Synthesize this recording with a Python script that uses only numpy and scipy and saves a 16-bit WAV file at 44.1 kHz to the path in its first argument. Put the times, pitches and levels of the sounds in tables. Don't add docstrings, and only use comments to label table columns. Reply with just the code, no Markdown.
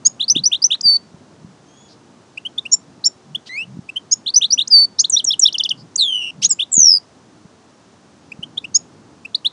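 import sys
import numpy as np
from scipy import signal
from scipy.fft import rfft, irfft
from scipy.io import wavfile
from scipy.ndimage import uniform_filter1d

SR = 44100
rng = np.random.default_rng(int(sys.argv[2]) if len(sys.argv) > 2 else 0)


def inscribe(sig):
    pcm = np.round(np.clip(np.atleast_2d(sig).T, -1, 1) * 32767)
    wavfile.write(sys.argv[1], SR, pcm.astype(np.int16))


N = 419832

# delay in seconds, length in seconds, first pitch in Hz, last pitch in Hz, bend,
# level in dB within the syllable, crest, sharpness. See note() for bend, crest and sharpness.
DOUBLE_CHIRP = [(0, .03, 2357, 3962, 1.2, 1.5, 0.7, 1.6), (.022, .037, 2425, 4350, 0.93, -1.5, .43, 1.7)]
UPSLUR = [(0, .017, 4373, 5150, 0.14, -7, .6, 1.2), (.017, .039, 3600, 6050, 7, -0.5, 0.24, 1.5)]
CASCADE = [(0, 0.015, 9330, 6200, 2.5, -3.5, 0.33, 2), (.009, 0.055, 7300, 5297, 2.9, 0.5, 0.72, 3.53),
           (.058, .023, 3160, 4150, -0.83, -1, .58, 1.8), (.078, .028, 6000, 2750, 3, -8.5, .42, 1.3)]
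TICK_DROP = [(0, 0.013, 3120, 7090, 1.2, -4, 0.25, 1.85), (.013, .024, 3900, 2720, 0.88, 0, 0.388, 1.3)]
SQUAWK = [(0, .038, 4320, 7180, .4, -12.5, .6, 1.9), (.005, .022, 2250, 3400, .4, -16.5, .8, 1.3),
          (.026, .033, 3300, 6750, 4.5, -1, 0.33, 1.7), (.032, .025, 3180, 4300, .9, -17, .4, 1.5)]
# start in seconds, pitch multiplier, length multiplier, dB added to its notes.
DOUBLE_CHIRP_TIMES = [(.194, 1.05, 1.01, -14.5), (.347, 0.99, 0.99, -13), (.513, 0.98, 1.01, -11.5),
                      (.701, 1.01, 0.99, -10), (4.258, 1.11, 0.93, -14.5), (4.408, 1.02, 1.01, -9.5),
                      (4.573, 1, 1.035, -10), (6.587, 0.95, 0.97, -12.5)]
UPSLUR_TIMES = [(.279, 1.01, 0.96, -3), (.435, .99, 0.98, -4), (0.618, 1.01, 1.03, -3.5),
                (4.338, 1.01, .97, -0.6), (4.502, 0.98, 0.95, -3.5)]
CASCADE_TIMES = [(5.095, 1.045, 1.118, -5.5), (5.241, 1, 1.026, -6), (5.392, 1.01, .99, -3.5)]
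TICK_DROP_TIMES = [(5.524, 0.97, 1.13, -16), (5.58, 1.01, 1.05, -11), (5.634, .99, .99, -11),
                   (5.689, .98, .99, -11.5)]
SQUAWK_TIMES = [(6.414, 1.01, 1, -2)]


def twitter(hiss_db=-40, hiss_hz=7000, hiss_width_hz=2600, low_notes_hz=4400):
    out = np.zeros(N)
    song = [(DOUBLE_CHIRP, DOUBLE_CHIRP_TIMES), (UPSLUR, UPSLUR_TIMES), (CASCADE, CASCADE_TIMES),
            (TICK_DROP, TICK_DROP_TIMES), (SQUAWK, SQUAWK_TIMES)]
    for syllable, repeats in song:
        for start, pitch, stretch, added_db in repeats:
            for delay, length, from_hz, to_hz, bend, db, crest, sharpness in syllable:
                sound = note(stretch * length, pitch * from_hz, pitch * to_hz, added_db + db,
                             bend, crest, sharpness)
                add(out, start + stretch * delay, sound)
    low_notes = signal.sosfilt(signal.butter(6, low_notes_hz, fs=SR, output="sos"), out)
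    low_loudness = uniform_filter1d(np.abs(low_notes), SR // 100)
    air = noise(N, lambda f: np.exp(-((f - hiss_hz) / hiss_width_hz) ** 2))
    return out + undb(hiss_db) * air * low_loudness


# start in seconds, length in seconds, first pitch in Hz, last pitch in Hz, level in dB.
CHIPS = [(2.372, .016, 2216, 2955, -20.5), (2.449, .029, 2774, 3275, -18.5), (2.577, .02, 3230, 3790, -11),
         (2.651, .023, 2337, 3020, -22.5), (3.346, .021, 2680, 3730, -15.5),
         (3.888, .017, 2352, 2780, -21.5), (3.957, 0.03, 2900, 3255, -15), (5.039, .021, 2770, 4550, -9.5),
         (8.316, 0.015, 2233, 2780, -26), (8.424, .023, 2640, 3330, -22), (8.571, .02, 2980, 3930, -14),
         (8.639, 0.021, 2293, 2980, -21.5), (9.248, 0.016, 2304, 2830, -20.5),
         (9.344, 0.018, 3110, 5020, -10), (9.445, .037, 2630, 4400, -9)]


def chips(click_db=-29, click_delay_s=.004, click_s=.004):
    out, n = np.zeros(N), int(click_s * SR)
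    for start, length, from_hz, to_hz, db in CHIPS:
        add(out, start, note(length, from_hz, to_hz, db, bend=.6, crest=.48, sharpness=1.5))
        click = noise(n, lambda f: np.exp(-np.log2(f / to_hz / 1.5) ** 2)) * np.hanning(n)
        add(out, start + click_delay_s, undb(db + click_db) * click)
    return out


# start in seconds, length in seconds, first pitch in Hz, last pitch in Hz, level in dB.
FLICKS = [(.808, .012, 3800, 8700, -17), (3.039, 0.02, 3666, 6500, -10.5), (4.673, 0.015, 4050, 8700, -16),
          (5.957, .012, 5250, 8800, -8.5)]


def flicks():
    out = np.zeros(N)
    for start, length, from_hz, to_hz, db in FLICKS:
        add(out, start, note(length, from_hz, to_hz, db, bend=-.2, crest=.4, sharpness=1.7))
    return out


# start in seconds, length in seconds, bend, then the low voice's
# first pitch in Hz, last pitch in Hz and level in dB, then the same three for the high voice.
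CHORDS = [(0.047, .037, 1.6, 4000, 5500, -13.5, 5950, 6910, -4),
          (2.713, 0.044, 1.7, 5610, 5520, -9.5, 6200, 7413, -4.5),
          (3.049, 0.036, 6, 4870, 5504, -4.5, 5300, 7250, -11),
          (4.11, 0.036, 1.6, 4530, 5650, -9.5, 5930, 6950, -4.5),
          (4.983, .041, .9, 3450, 5800, -9, 4750, 7320, -6.5),
          (6.488, .053, .3, 5850, 4750, -17.5, 8400, 6550, -8.5),
          (8.741, 0.036, 2.3, 4000, 5600, -9, 5900, 6900, -3.5)]


def chords():
    out = np.zeros(N)
    for start, length, bend, *voices in CHORDS:
        for from_hz, to_hz, db in np.reshape(voices, (2, -1)):
            add(out, start, note(length, from_hz, to_hz, db, bend, crest=.52, sharpness=1.9))
    return out


# start in seconds, length in seconds, first pitch in Hz, swell time in seconds, level in dB.
WHISTLES = [(0.823, 0.15, 5034, .066, -3), (4.698, .16, 5185, 0.046, -0.2)]


def whistles(sag_db_per_s=-72.5, release_s=.007, pitch_waver=.001, waver_db=1.2):
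    out = np.zeros(N)
    for start, length, from_hz, swell_s, db in WHISTLES:
        t = np.arange(int(length * SR)) / SR
        hz = settle(t, from_hz, rest_hz=4518, settle_s=.031, ease=1.4)
        hz *= 1 + pitch_waver * wander(len(t), 70)
        swell = np.sin(np.pi / 2 * np.minimum(t / swell_s, 1)) ** 2
        sag = undb(db + sag_db_per_s * np.maximum(t - swell_s, 0) + waver_db * wander(len(t), 50))
        release = np.minimum((length - t) / release_s, 1)
        loud = swell * sag * release
        add(out, start, syrinx(hz, loud, jitter=.0005, shimmer_db=.5, flutter=0, second_db=-39.5))
    return out


# time
# in seconds, level in dB before the boost, beats per second, pitch flick as a share of the pitch.
BUZZ = [(5.978, -27.5, 250, .01), (5.998, -7, 248, 0.064), (6.035, -9.5, 165, 0.076),
        (6.065, -16.5, 108, 0.024), (6.115, -16.5, 94, 0.025), (6.212, -20.5, 127, 0.013),
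        (6.228, -22.5, 131, 0.1), (6.305, -23.5, 155.5, 0.12)]
TRILL = [(6.718, -35.5, 79, .08), (6.735, -10, 79, .12), (6.76, -9.5, 78, .09), (6.795, -3.5, 78, .07),
         (6.87, -1.5, 79, .04), (6.915, -5.5, 89, .07), (6.972, -10.5, 95, .045), (6.986, -30, 95, .04)]


def buzz():
    fall = dict(from_hz=5100, rest_hz=2830, settle_s=.062, ease=.88)
    return valve_beats(BUZZ, fall, onset_s=.014, depth=.66, narrowness=6, boost_db=1.5, second_db=-25.5)


def trill():
    fall = dict(from_hz=8310, rest_hz=4106, settle_s=.15, ease=.93)
    return valve_beats(TRILL, fall, onset_s=.0098, depth=.83, narrowness=1.8, boost_db=3, second_db=-36)


def valve_beats(curve, fall, onset_s, depth, narrowness, boost_db, second_db):
    times, db, beat_hz, flick = np.transpose(curve)
    t, loud = loudness_curve(times, db)
    age = t - t[0]
    rate = np.interp(t, times, beat_hz) * (1 + .04 * wander(len(t), 80))
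    flick = np.interp(t, times, flick) * undb(3 * wander(len(t), 90))
    loud *= undb(boost_db + .7 * wander(len(t), 80))
    beat_count = np.cumsum(rate * (age > onset_s)) / SR
    closed = np.abs(np.cos(np.pi * beat_count)) ** narrowness
    closed *= np.clip(age / onset_s, 0, 1) ** 10
    hz = settle(age, **fall) * (1 + flick * (closed - closed.mean()))
    loud *= 1 - depth * closed
    out = np.zeros(N)
    add(out, t[0], syrinx(hz, loud, jitter=0, shimmer_db=2, flutter=.003, second_db=second_db))
    return out


# time in seconds, pitch in Hz, level in dB.
WHINE = [(3.495, 1960, -33), (3.519, 2027, -30), (3.565, 2218, -25.5), (3.585, 2530, -20),
         (3.615, 2673, -20), (3.642, 2970, -34.5)]


def whine():
    out = np.zeros(N)
    start, hz, loud = held_note(WHINE)
    tone = syrinx(hz, loud, jitter=.0038, shimmer_db=1.2, flutter=.014, third_db=-38.5, fourth_db=-49)
    add(out, start, tone)
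    return out


# start in seconds, length in seconds, centre pitch in Hz, band width in Hz, level in dB.
RASPS = [(3.457, .04, 3800, 2200, -39), (6.416, .055, 4250, 2900, -24)]


def rasps():
    return noise_bursts(RASPS)


def note(length, from_hz, to_hz, db, bend, crest, sharpness):
    progress = np.linspace(0, 1, int(length * SR))
    hz = from_hz + (to_hz - from_hz) * np.expm1(-bend * progress) / np.expm1(-bend)
    push = np.interp(progress, [0, crest, 1], [0, 1, 0])
    loud = undb(db) * np.sin(np.pi / 2 * push) ** sharpness
    hoarseness = .017 * np.minimum(3280 / hz, 1) ** 2.2
    return syrinx(hz, loud, flutter=hoarseness)


def syrinx(hz, loud, jitter=.0044, shimmer_db=2.36, flutter=.0078,
           second_db=-34, third_db=-36, fourth_db=-48):
    throat_hz = 3150
    windpipe_hz, windpipe_width_hz, windpipe_db = 9200, 1100, 6.5
    n = len(hz)
    hz = hz * (1 + jitter * wander(n, 900))
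    phase = 2 * np.pi * np.cumsum(hz) / SR + flutter * wander(n, 5000)
    octaves_below = np.maximum(np.log2(throat_hz / hz), 0)
    tone = np.sin(phase)
    for k, db, db_per_octave in [(2, second_db, 42), (3, third_db, 27), (4, fourth_db, 27)]:
        lift_db = windpipe_db * np.exp(-((k * hz - windpipe_hz) / windpipe_width_hz) ** 2)
        gain = undb(db + db_per_octave * octaves_below + lift_db + 2 * wander(n, 250))
        tone += gain * np.sin(k * phase) * (k * hz < SR / 2)
    return tone * loud * undb(shimmer_db * wander(n, 500))


def settle(t, from_hz, rest_hz, settle_s, ease):
    return rest_hz + (from_hz - rest_hz) * np.exp(-(t / settle_s) ** ease)


# start in seconds, level in dB, pitch of the thud in Hz.
KNOCKS = [(.361, -14, 268), (0.397, -27.5, 200), (0.853, -28, 150), (1.142, -31, 150.2), (1.445, -27, 160),
          (3.769, -25.5, 221.7), (3.789, -20, 170), (6.777, -16, 219.4), (7.452, -32.5, 160),
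          (8.39, -26.5, 150)]


def knocks(push_s=.0027, tray_hz=172, ring_s=.03, ring_db=-20):
    out, t = np.zeros(N), np.arange(SR // 2) / SR
    for start, db, hz in KNOCKS:
        push = (t / push_s) ** 2 * np.exp(2 - 2 * t / push_s)
        thud = push * np.sin(2 * np.pi * hz * t)
        tray = undb(ring_db) * np.exp(-t / ring_s) * np.sin(2 * np.pi * tray_hz * t)
        add(out, start, undb(db) * (thud + tray))
    return out


# start in seconds, length in seconds, level in dB.
SHUFFLES = [(.31, .14, -37), (1.3, .29, -48.5), (2.849, .16, -46), (3.235, .17, -42.5), (3.618, .2, -39.5),
            (5.696, .2, -42), (6.33, .17, -40)]


def shuffles(rumble_hz=156, width_hz=67):
    return noise_bursts([(start, length, rumble_hz, width_hz, db) for start, length, db in SHUFFLES])


# start in seconds, length in seconds, centre pitch in Hz, band width in Hz, level in dB.
SCRAPES = [(.744, 0.017, 1677, 2025, -39.5)]


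def claw_scrape():
    return noise_bursts(SCRAPES)


# time in seconds, pitch in Hz, level in dB.
FAR_CALL = [(1.65, 3100, -74), (1.82, 3405, -54), (1.89, 3340, -58)]
# start in seconds, length in seconds, centre pitch in Hz, band width in Hz, level in dB.
FAR_CHIRPS = [(1.875, .08, 4600, 1500, -49.5), (5.77, 0.064, 4810, 610, -45.5)]


def far_bird():
    out = noise_bursts(FAR_CHIRPS)
    start, hz, loud = held_note(FAR_CALL)
    add(out, start, syrinx(hz, loud, jitter=.009, shimmer_db=3, second_db=2.5))
    return out


def room_echoes(sound, early_db=-23, early_s=.019, tail_db=-41, tail_s=.33, gap_s=.0011):
    t = np.arange(SR // 2) / SR
    early = (sound * head_turn() * undb(early_db), np.exp(-t / early_s))
    tail = (sound * undb(tail_db), undb(-60 * t / tail_s))
    for sent, decay in (early, tail):
        echoes = rng.standard_normal(len(t)) * decay * (t > gap_s)
        sound = sound + signal.fftconvolve(sent, echoes / np.linalg.norm(echoes))[:N]
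    return sound


def head_turn(start_s=4.95, end_s=5.78, bounce_db=3):
    t = np.arange(N) / SR
    facing_wall = 1. * ((t > start_s) & (t < end_s))
    return undb(bounce_db * uniform_filter1d(facing_wall, SR // 20))


# frequency in Hz, relative level in dB.
ROOM_SPECTRUM = [(18, -66.5), (30, -41), (92, -6), (255, -3.5), (399, -9.5), (441, -11.5), (908, -14),
                 (1190, -16.5), (2170, -25.5), (6170, -26), (10200, -37.5), (11500, -62.5), (15000, -95),
                 (22000, -120)]


def room_tone(level_db=-48.5, waver_db=1.73, hum_below_hz=450):
    hz, db = np.transpose(ROOM_SPECTRUM)
    air = noise(N, lambda f: undb(np.interp(np.log(f), np.log(hz), db)))
    hum = signal.sosfilt(signal.butter(1, hum_below_hz, fs=SR, output="sos"), air)
    waver = undb(-waver_db * wander(N, 5.2)) - 1
    return undb(level_db) * (air + hum * waver)


def faint_hums(pitches_hz=(300, 370, 440), db=-66, swell_db=3, drift=.026):
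    phases = [2 * np.pi * np.cumsum(hz * (1 + drift * wander(N, 2.3))) / SR for hz in pitches_hz]
    return sum(undb(db + swell_db * wander(N, 1.6)) * np.sin(phase) for phase in phases)


# start in seconds, length in seconds, pitch in Hz, level in dB.
FAR_TONES = [(2.85, .65, 765, -61), (2.88, .55, 370, -54), (7.2, .28, 312, -54), (7.41, .33, 440, -56)]


def far_tones(drift=.0076):
    out = np.zeros(N)
    for start, length, hz, db in FAR_TONES:
        n = int(length * SR)
        phase = 2 * np.pi * np.cumsum(hz * (1 + drift * wander(n, 20))) / SR
        add(out, start, undb(db) * np.sin(phase) * np.sin(np.linspace(0, np.pi, n)))
    return out


def noise_bursts(table):
    out = np.zeros(N)
    for start, length, hz, width_hz, db in table:
        n = int(length * SR)
        band = noise(n, lambda f: 1 / (1 + ((f / hz - hz / f) * hz / width_hz / 2) ** 2) ** 2)
        add(out, start, undb(db) * band * np.sin(np.linspace(0, np.pi, n)))
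    return out


def held_note(curve):
    times, hz, db = np.transpose(curve)
    t, loud = loudness_curve(times, db)
    return t[0], np.interp(t, times, hz), loud


def loudness_curve(times, db, fade_s=.004):
    t = np.arange(times[0] - fade_s, times[-1] + fade_s, 1 / SR)
    fades = np.clip(np.minimum(t - t[0], t[-1] - t) / fade_s, 0, 1)
    return t, fades * np.interp(t, times, undb(db))


def wander(n, rate):
    hold = int(SR / rate)
    steps = np.repeat(rng.standard_normal(n // hold + 1), hold)
    return 1.3 * uniform_filter1d(uniform_filter1d(steps, hold), hold)[:n]


def noise(n, gain):
    hz = np.fft.rfftfreq(n, 1 / SR) + 1
    shaped = irfft(rfft(rng.standard_normal(n)) * gain(hz), n)
    return shaped / shaped.std()


def undb(db):
    return 10 ** (np.asarray(db) / 20)


def add(track, start_s, sound):
    i = int(start_s * SR)
    track[i:i + len(sound)] += sound[:N - i]


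def scene():
    song = buzz() + trill() + twitter() + chips() + flicks() + chords() + whistles() + whine() + rasps()
    cage = knocks() + shuffles() + claw_scrape()
    return (room_echoes(song + cage + far_bird()) + room_tone() + faint_hums() + far_tones())[None]


def record(dry, ceiling=.96, lopsidedness=.012, low_cut_hz=70, dull_hz=10700, top_hz=10900):
    loudness = np.abs(signal.hilbert(dry))
    limited = dry / (1 + (loudness / ceiling) ** 10) ** (1 / 10)
    bent = limited + lopsidedness * limited ** 2
    thinned = signal.sosfilt(signal.butter(2, low_cut_hz, "high", fs=SR, output="sos"), bent)
    dulled = signal.sosfilt(signal.butter(10, dull_hz, fs=SR, output="sos"), thinned)
    return signal.sosfiltfilt(signal.ellip(7, .1, 50, top_hz, fs=SR, output="sos"), dulled)


dry = scene()
out = record(dry)
inscribe(out)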